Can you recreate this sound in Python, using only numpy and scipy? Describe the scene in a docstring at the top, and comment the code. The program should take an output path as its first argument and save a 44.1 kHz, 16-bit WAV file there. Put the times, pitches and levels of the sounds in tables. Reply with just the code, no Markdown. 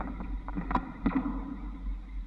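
"""Trolleybus shoe on overhead wire

A collector shoe slides along the wire and knocks through a set of fittings, heard from the pole.
Slide: fluttering shaped noise; rumble: a wavering low sine that swells and fades over road noise.
Knocks send bending waves to and fro along the metal: treble returns first, so echoes are falling chirps.
Loose parts clack (filtered contacts), the shoe clangs once (decaying modes), with cracks and squeaks."""
import sys
import numpy as np
from scipy import signal
from scipy.fft import rfft, irfft
from scipy.io import wavfile

SR = 44100
rng = np.random.default_rng(int(sys.argv[2]) if len(sys.argv) > 2 else 0)


def unload_audio(sound):
    """Save the sound as a 16-bit wav file, at the path given as the first command line argument."""
    columns = np.transpose(np.atleast_2d(sound))
    # keep every value between -1 and 1, then stretch to whole-number steps
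    steps = np.round(np.clip(columns, -1, 1) * 32767)
    wavfile.write(sys.argv[1], SR, steps.astype(np.int16))


N = 100062
SIZE = 2 ** 18  # FFT length
HZ, T = np.fft.rfftfreq(SIZE, 1 / SR), np.arange(N) / SR

# hiss spectrum of the sliding shoe: f/Hz, relative density/dB
SLIDE_SPECTRUM = [(130, -24), (190, 0), (300, -11.5), (386, -44.5), (940, -35), (1230, -22.5),
                  (1660, -34.5), (2050, -19), (2900, -40), (3800, -29), (4150, -40.5), (7300, -51.5),
                  (8200, -53.5), (11800, -56), (12500, -79.5)]
# pole ringing as the shoe rubs along: t/s, level/dB
RUB_LEVEL = [(0, -38.5), (.17, -46), (.33, -50.5), (.52, -55.5), (.57, -42), (.86, -42.5), (1.0, -47.5),
             (1.4, -49), (1.85, -57), (2.27, -65.5)]
# pole resonance, for rubbing and knocks: f/Hz, relative level/dB
POLE_SPECTRUM = [(60, -48.5), (100, -20), (146, -20), (177, 0), (215, -12.5), (254, -3), (274, -0.5),
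                 (305, -7), (350, -19), (500, -19.5), (600, -23.5), (700, -21), (790, -16.5), (874, -27),
                 (956, -15), (1110, -27.5), (1230, -18), (1420, -19.5), (1640, -38.5), (1970, -21),
                 (2250, -39), (2450, -31), (2910, -61), (3700, -52.5), (4740, -70.5), (7500, -73.5),
                 (10000, -101)]
SLIDE_DB = -54.5
FLUTTER_DB, FLUTTER_SMOOTH_HZ, FLUTTER_RATE_HZ = 5, 112, 22  # depth, smoothing across bands, speed
FLUTTER_TOP_HZ = 4500  # depth halves here; smoother above

# pole shudder: t/s, level/dB before SHUDDER_GAIN_DB
SHUDDER_LEVEL = [(0, -40.5), (.27, -40.5), (.35, -32), (.44, -50), (.49, -37), (.64, -42.5), (.75, -32),
                 (.85, -49), (1.02, -47), (1.06, -30.5), (1.12, -46), (1.4, -36), (1.48, -49.5),
                 (1.68, -37), (1.79, -47), (1.89, -31), (2.0, -42.5), (2.1, -45.5), (2.19, -33),
                 (2.27, -49)]
SHUDDER_HZ, SHUDDER_WANDER_HZ, SHUDDER_GAIN_DB = 45.65, 1.7, 1
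# road noise spectrum: f/Hz, relative density/dB
ROAD_SPECTRUM = [(10, -18), (25, 3), (50, -6.5), (62, -7.5), (160, -13), (300, -48), (1000, -74.5)]
ROAD_MID_DB, ROAD_FADE_DB_PER_S = -51, 5  # level at mid-scene, steady fade

# clacks of loose parts: t/s, level/dB, bass/dB, treble/dB
CLACK_EVENTS = [(.0065, -21, 3.5, -9.5), (.0735, -30, -17, -12.5), (0.203, -28.5, 15, -18),
                (0.4841, -26, -8, -15), (.572, -43.5, 12, -10), (0.707, -22.5, 13.5, 6.5),
                (1.128, -27, -12, -11)]
# loose-part resonance: f/Hz, relative level/dB
CLACK_SPECTRUM = [(100, -17.5), (400, -12.5), (600, -1.5), (950, 3), (1400, 2.5), (1700, -10.5),
                  (2200, -4.5), (2900, -34), (3700, -28), (4400, -43), (5500, -56), (9000, -85)]
CLACK_RATTLE_S, CLACK_RATTLE_DB = 0.015, -1
REBOUND_S, REBOUND_DB = 0.0102, -9.5  # a loose part falls back once

# knocks into the pole: t/s, level/dB before tone, bass/dB, treble/dB, echo send/dB before ECHO_DB
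KNOCK_EVENTS = [(0.037, -36, 9.5, -6, -5), (0.097, -34.5, 5.5, -14.5, -6.5), (.203, -47, -9.5, 9, 7),
                (.209, -31, 2.5, -5, -14.5), (0.531, -33, -11, -2.5, -25.5), (.551, -39, 9.5, -10, -21.5),
                (0.571, -29.5, 4.5, -2.5, -26), (0.581, -34.5, 11.5, -2.5, -12),
                (.592, -37.5, -11.5, 3, -18.5), (0.6126, -28.5, -8.5, 6, -21.5),
                (.635, -40.5, -11, 9.5, -26), (0.7076, -18.5, -7.5, 1, -12.5),
                (.762, -24.5, 6.5, 3.5, -9.5), (1.060, -21, 7, 4, 0.5), (1.068, -25, 13, -5, -31.5),
                (1.1653, -29, 1.5, 12, -9.5)]
KNOCK_RATTLE_S, KNOCK_RATTLE_DB = 0.011, 0.5
BASS_HZ, TREBLE_HZ = 427, 1520  # shelf corners of a blow

ECHO_DB = -2
TRIP_AT_HZ, ROUND_TRIP_S = 1000, 0.0494  # travel time along the metal and back, at TRIP_AT_HZ
# gain of each further round trip: f/Hz, gain/dB
TRIP_GAIN = [(250, -7), (1000, -2), (4000, -5.5)]
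# far-end reflectors: extra travel t/s at TRIP_AT_HZ, level/dB before ECHO_DB
FAR_REFLECTORS = [(.0004, 0.5), (.0033, -4.5), (.013, -1), (.021, -6)]
# share the reflections return: f/Hz, gain/dB
RETURN_GAIN = [(100, -2.5), (190, -2), (290, 0), (380, -9), (1000, 1), (1500, -9.5), (4000, 10),
               (6000, -20)]
BLUR_S, BLUR_DB = 0.0056, -14  # the joints smear each return
# share scattered on the way: f/Hz, gain/dB before SCATTER_DB
SCATTER_GAIN = [(120, -14), (190, 2.5), (650, 0), (1000, 7), (4000, -14.5)]
# decay of scattered waves, on the warped delay axis: f/Hz, t60/s
SCATTER_DECAY = [(250, 1.1), (1000, 2.84), (2200, 0.51), (4000, 0.67)]
SCATTER_DB, PATHS_PER_S = -2.5, 220  # level, density of scattered returns

# squeaks of the shoe on the wire: middle t/s, pitch f/Hz, level/dB
SQUEAK_EVENTS = [(.245, 2400, -54), (0.963, 2033, -51.5)]
SQUEAK_S, SQUEAK_WIDTH_HZ = 0.011, 110  # Gaussian half-width to 1/e, rms pitch deviation

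# cracks of metal on metal: t/s, level/dB
CRACK_EVENTS = [(0.7073, -44.5), (1.0601, -37.5), (1.0735, -56), (1.170, -51.5)]
# crack colour: f/Hz, relative level/dB
CRACK_SPECTRUM = [(500, -30), (3700, 11.5), (4400, -2.5), (7700, -28.5), (12000, -33)]
CRACK_RATTLE_S, CRACK_RATTLE_DB = 0.004, -2

# shoe chatter over the hardest fitting: t/s, ring level/dB, scrape level/dB
CLANG_BOUNCES = [(0.7455, -26.5, -51), (.7488, -15, -31.5), (.7550, -23.5, -37.5), (0.7621, -27, -31)]
# shoe modes: f/Hz, relative level/dB, t60/s
SHOE_MODES = [(535, -12, 0.08), (775, 4, 0.081), (1009, 15.5, 0.044), (1064, -10, 0.017),
              (1232, -10.5, 0.075), (1399.5, -9.5, 0.32), (1770, -18, 0.11), (2400, -16.5, 0.051),
              (3403, -22, 0.083), (3834, -12.5, 0.037), (4750, -26, 0.06)]
# scrape colour: f/Hz, relative level/dB
SCRAPE_SPECTRUM = [(1050, 6), (3000, -15), (3850, -24), (5250, -20), (6400, -40.5), (7600, -26),
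                   (8100, -59)]
CLANG_RISE_S = 0.00083  # modes build up over the contact
SCRAPE_S, GRIT_DB = 0.0073, 2.5  # scrape length, spread of grain sizes

EDGE_HZ = 12100  # recorder band limit


def amp(db):
    """Decibels to gain."""
    return 10 ** (np.asarray(db) / 20)


def evened(x):
    """Scale to rms 1."""
    return x / np.sqrt(np.mean(x ** 2) + 1e-20)


def read(points):
    """Interpolate a spectrum table over log frequency onto HZ."""
    f, value = np.transpose(points)
    return np.interp(np.log(HZ + 1), np.log(f + 1), value)


def level(points):
    """Interpolate a dB curve to a gain per sample."""
    return amp(np.interp(T, *np.transpose(points)))


def add(mix, start_s, sound):
    """Mix a sound in at start_s, in place."""
    part = mix[max(round(start_s * SR), 0):][:len(sound)]
    part += sound[:len(part)]


def noise(points):
    """Steady noise of the given spectrum, rms 1."""
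    spectrum = rfft(rng.standard_normal(SIZE)) * amp(read(points))
    return evened(irfft(spectrum)[:N])


def drift(hz):
    """Slow random curve, rms about 1, Gaussian low-pass at hz."""
    spectrum = rfft(rng.standard_normal(SIZE)) * np.exp(-(HZ / hz) ** 2)
    return evened(irfft(spectrum))[:N]


def ring(db, size=8192):
    """Minimum-phase (causal) impulse response of a dB spectrum."""
    log_gain = np.log(amp(np.maximum(db[::SIZE // size], -110)))
    circle = np.r_[log_gain, log_gain[-2:0:-1]]
    return np.fft.ifft(np.exp(np.conj(signal.hilbert(circle)))).real[:size // 2]


def shelves(bass_db, treble_db):
    """Tone of a blow: bass and treble shelves, dB on HZ."""
    bass = bass_db / (1 + (HZ / BASS_HZ) ** 6)
    treble = treble_db * (1 - 1 / (1 + (HZ / TREBLE_HZ) ** 6))
    return bass + treble


def contact(length_s, rattle_db):
    """Contact force: one sharp impulse plus a short noise rattle."""
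    force = rng.standard_normal(SR // 10)[:int(length_s * SR)]
    force *= amp(rattle_db) / np.linalg.norm(force)
    force[0] += 1
    return force


def fluttering(x):
    """Bands swell and fade independently; neighbouring STFT bins share smoothed random gains."""
    hz, t, z = signal.stft(x, SR, nperseg=1024, noverlap=768)
    across = np.fft.fftfreq(len(hz), hz[1])[:, None]
    along = np.fft.fftfreq(len(t), t[1])
    smooth = np.exp(-(across * FLUTTER_SMOOTH_HZ) ** 2 - (along / FLUTTER_RATE_HZ) ** 2)
    patches = evened(np.fft.ifft2(np.fft.fft2(rng.standard_normal(z.shape)) * smooth).real)
    depth_db = FLUTTER_DB / (1 + (hz[:, None] / FLUTTER_TOP_HZ) ** 2)
    gain = amp(depth_db * patches)
    gain = gain / np.sqrt(np.mean(gain ** 2, 1, keepdims=True))  # rms gain 1 per band
    return signal.istft(z * gain, SR, nperseg=1024, noverlap=768)[1][:N]


def slide():
    """Friction: the shoe hisses unevenly along the wire and keeps the pole ringing."""
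    hiss = amp(SLIDE_DB) * noise(SLIDE_SPECTRUM)
    rub = level(RUB_LEVEL) * noise(POLE_SPECTRUM)
    return fluttering(hiss + rub)


def rumble():
    """The pole shudders at one wavering low pitch, over road noise that slowly eases."""
    turns = np.cumsum(SHUDDER_HZ + SHUDDER_WANDER_HZ * drift(hz=6.4)) / SR
    shudder = amp(SHUDDER_GAIN_DB) * level(SHUDDER_LEVEL) * evened(np.sin(2 * np.pi * turns))
    road_db = ROAD_MID_DB - ROAD_FADE_DB_PER_S * (T - T.mean())
    return shudder + amp(road_db) * noise(ROAD_SPECTRUM)


def clacks():
    """Loose parts: short dry rattles through a resonance, each with one rebound."""
    out, body = np.zeros(N), read(CLACK_SPECTRUM)
    for s, db, bass_db, treble_db in CLACK_EVENTS:
        tick = ring(body + shelves(bass_db, treble_db))
        tick = amp(db) * tick / abs(tick).max()
        add(out, s, signal.fftconvolve(contact(CLACK_RATTLE_S, CLACK_RATTLE_DB), tick))
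        add(out, s + REBOUND_S, amp(REBOUND_DB) * tick)
    return out


def round_trips(warped, count=10):
    """Spectrum of repeated reflections, each trip delayed and attenuated again."""
    trip = np.exp(-2j * np.pi * warped * ROUND_TRIP_S)
    far_end = sum(amp(ECHO_DB + db) * np.exp(-2j * np.pi * warped * s) for s, db in FAR_REFLECTORS)
    wave = trip * far_end
    again = trip * amp(np.minimum(read(TRIP_GAIN), 0))
    trips = 0
    for _ in range(count):
        trips, wave = trips + wave, wave * again
    return trips * rfft(contact(BLUR_S, BLUR_DB), SIZE)


def scattered(warped, size=16384):
    """Spectrum of sparse random returns, dispersed alike, with decay by band."""
    delay = np.arange(2 * size) / size
    paths = rng.standard_normal(len(delay))
    paths = paths * (rng.random(len(delay)) < PATHS_PER_S / size) * (delay > ROUND_TRIP_S)
    scatter = 0
    for k, (_, t60) in enumerate(SCATTER_DECAY):
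        tail = paths * amp(-60 * delay / t60)
        band = read([(hz, j == k) for j, (hz, _) in enumerate(SCATTER_DECAY)])  # crossfaded bands
        spectrum = rfft(tail / np.linalg.norm(tail), SIZE)
        # reading at the warped frequency disperses the tail
        scatter = scatter + band * np.interp(warped, np.fft.rfftfreq(SIZE, 1 / size), spectrum, right=0)
    return scatter


def echoes():
    """Pole response to bending waves: travel time goes as 1 / sqrt(frequency)."""
    warped = 2 * np.sqrt(TRIP_AT_HZ * HZ)  # its slope over HZ is 1 at TRIP_AT_HZ
    returned = round_trips(warped) * amp(read(RETURN_GAIN))
    scatter = scattered(warped) * amp(SCATTER_DB + read(SCATTER_GAIN))
    return irfft(returned + scatter)[:N]


def knocks():
    """Fittings' blows ring the pole and come back as dispersed chirps."""
    direct, sent, body = np.zeros(N), np.zeros(N), read(POLE_SPECTRUM)
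    peak = abs(ring(body)).max()
    for s, db, bass_db, treble_db, echo_db in KNOCK_EVENTS:
        force = contact(KNOCK_RATTLE_S, KNOCK_RATTLE_DB)
        response = ring(body + shelves(bass_db, treble_db))
        blow = amp(db) / peak * signal.fftconvolve(force, response)
        add(direct, s, blow)
        add(sent, s, amp(echo_db) * blow)
    return direct + signal.fftconvolve(sent, echoes())[:N]


def squeaks():
    """The shoe catches on the wire and sings for an instant: a sine of wavering pitch."""
    out = np.zeros(N)
    for s, hz, db in SQUEAK_EVENTS:
        turns = np.cumsum(hz + SQUEAK_WIDTH_HZ * drift(hz=302)) / SR
        swell = np.exp(-((T - s) / SQUEAK_S) ** 2)
        out += amp(db) * swell * evened(np.sin(2 * np.pi * turns))
    return out


def cracks():
    """The hardest contacts snap brightly: a contact through a treble-heavy response."""
    out, tick = np.zeros(N), ring(read(CRACK_SPECTRUM))
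    tick = tick / abs(tick).max()
    for s, db in CRACK_EVENTS:
        add(out, s, amp(db) * signal.fftconvolve(contact(CRACK_RATTLE_S, CRACK_RATTLE_DB), tick))
    return out


def clang():
    """Quick bounces ring the shoe's decaying modes, each with a burst of gritty scraping."""
    out, t, tick = np.zeros(N), T[:SR // 5], ring(read(SCRAPE_SPECTRUM))
    tick = tick / np.linalg.norm(tick)
    modes = sum(amp(db - 60 * t / t60) * np.sin(2 * np.pi * hz * t) for hz, db, t60 in SHOE_MODES)
    modes *= 1 - np.exp(-(t / CLANG_RISE_S) ** 2)
    modes = modes / abs(modes).max()
    for s, db, scrape_db in CLANG_BOUNCES:
        hiss = rng.standard_normal(len(t))
        grain_db = GRIT_DB * np.minimum(rng.exponential(1, len(t)), 4)
        grit = evened(hiss * amp(grain_db)) * np.exp(-(t / SCRAPE_S) ** 4)
        add(out, s, amp(db) * modes)
        add(out, s, amp(scrape_db) * signal.fftconvolve(grit, tick))
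    return out


def scene():
    """Sum of all sources at one microphone on the pole."""
    return (knocks() + clacks() + cracks() + clang() + squeaks() + slide() + rumble())[None]


def record(dry):
    """Recorder band limit: linear-phase low-pass."""
    lowpass = signal.firwin(511, EDGE_HZ, window=("kaiser", 9), fs=SR)
    return signal.oaconvolve(dry, lowpass[None], "same")


dry = scene()
out = record(dry)
unload_audio(out)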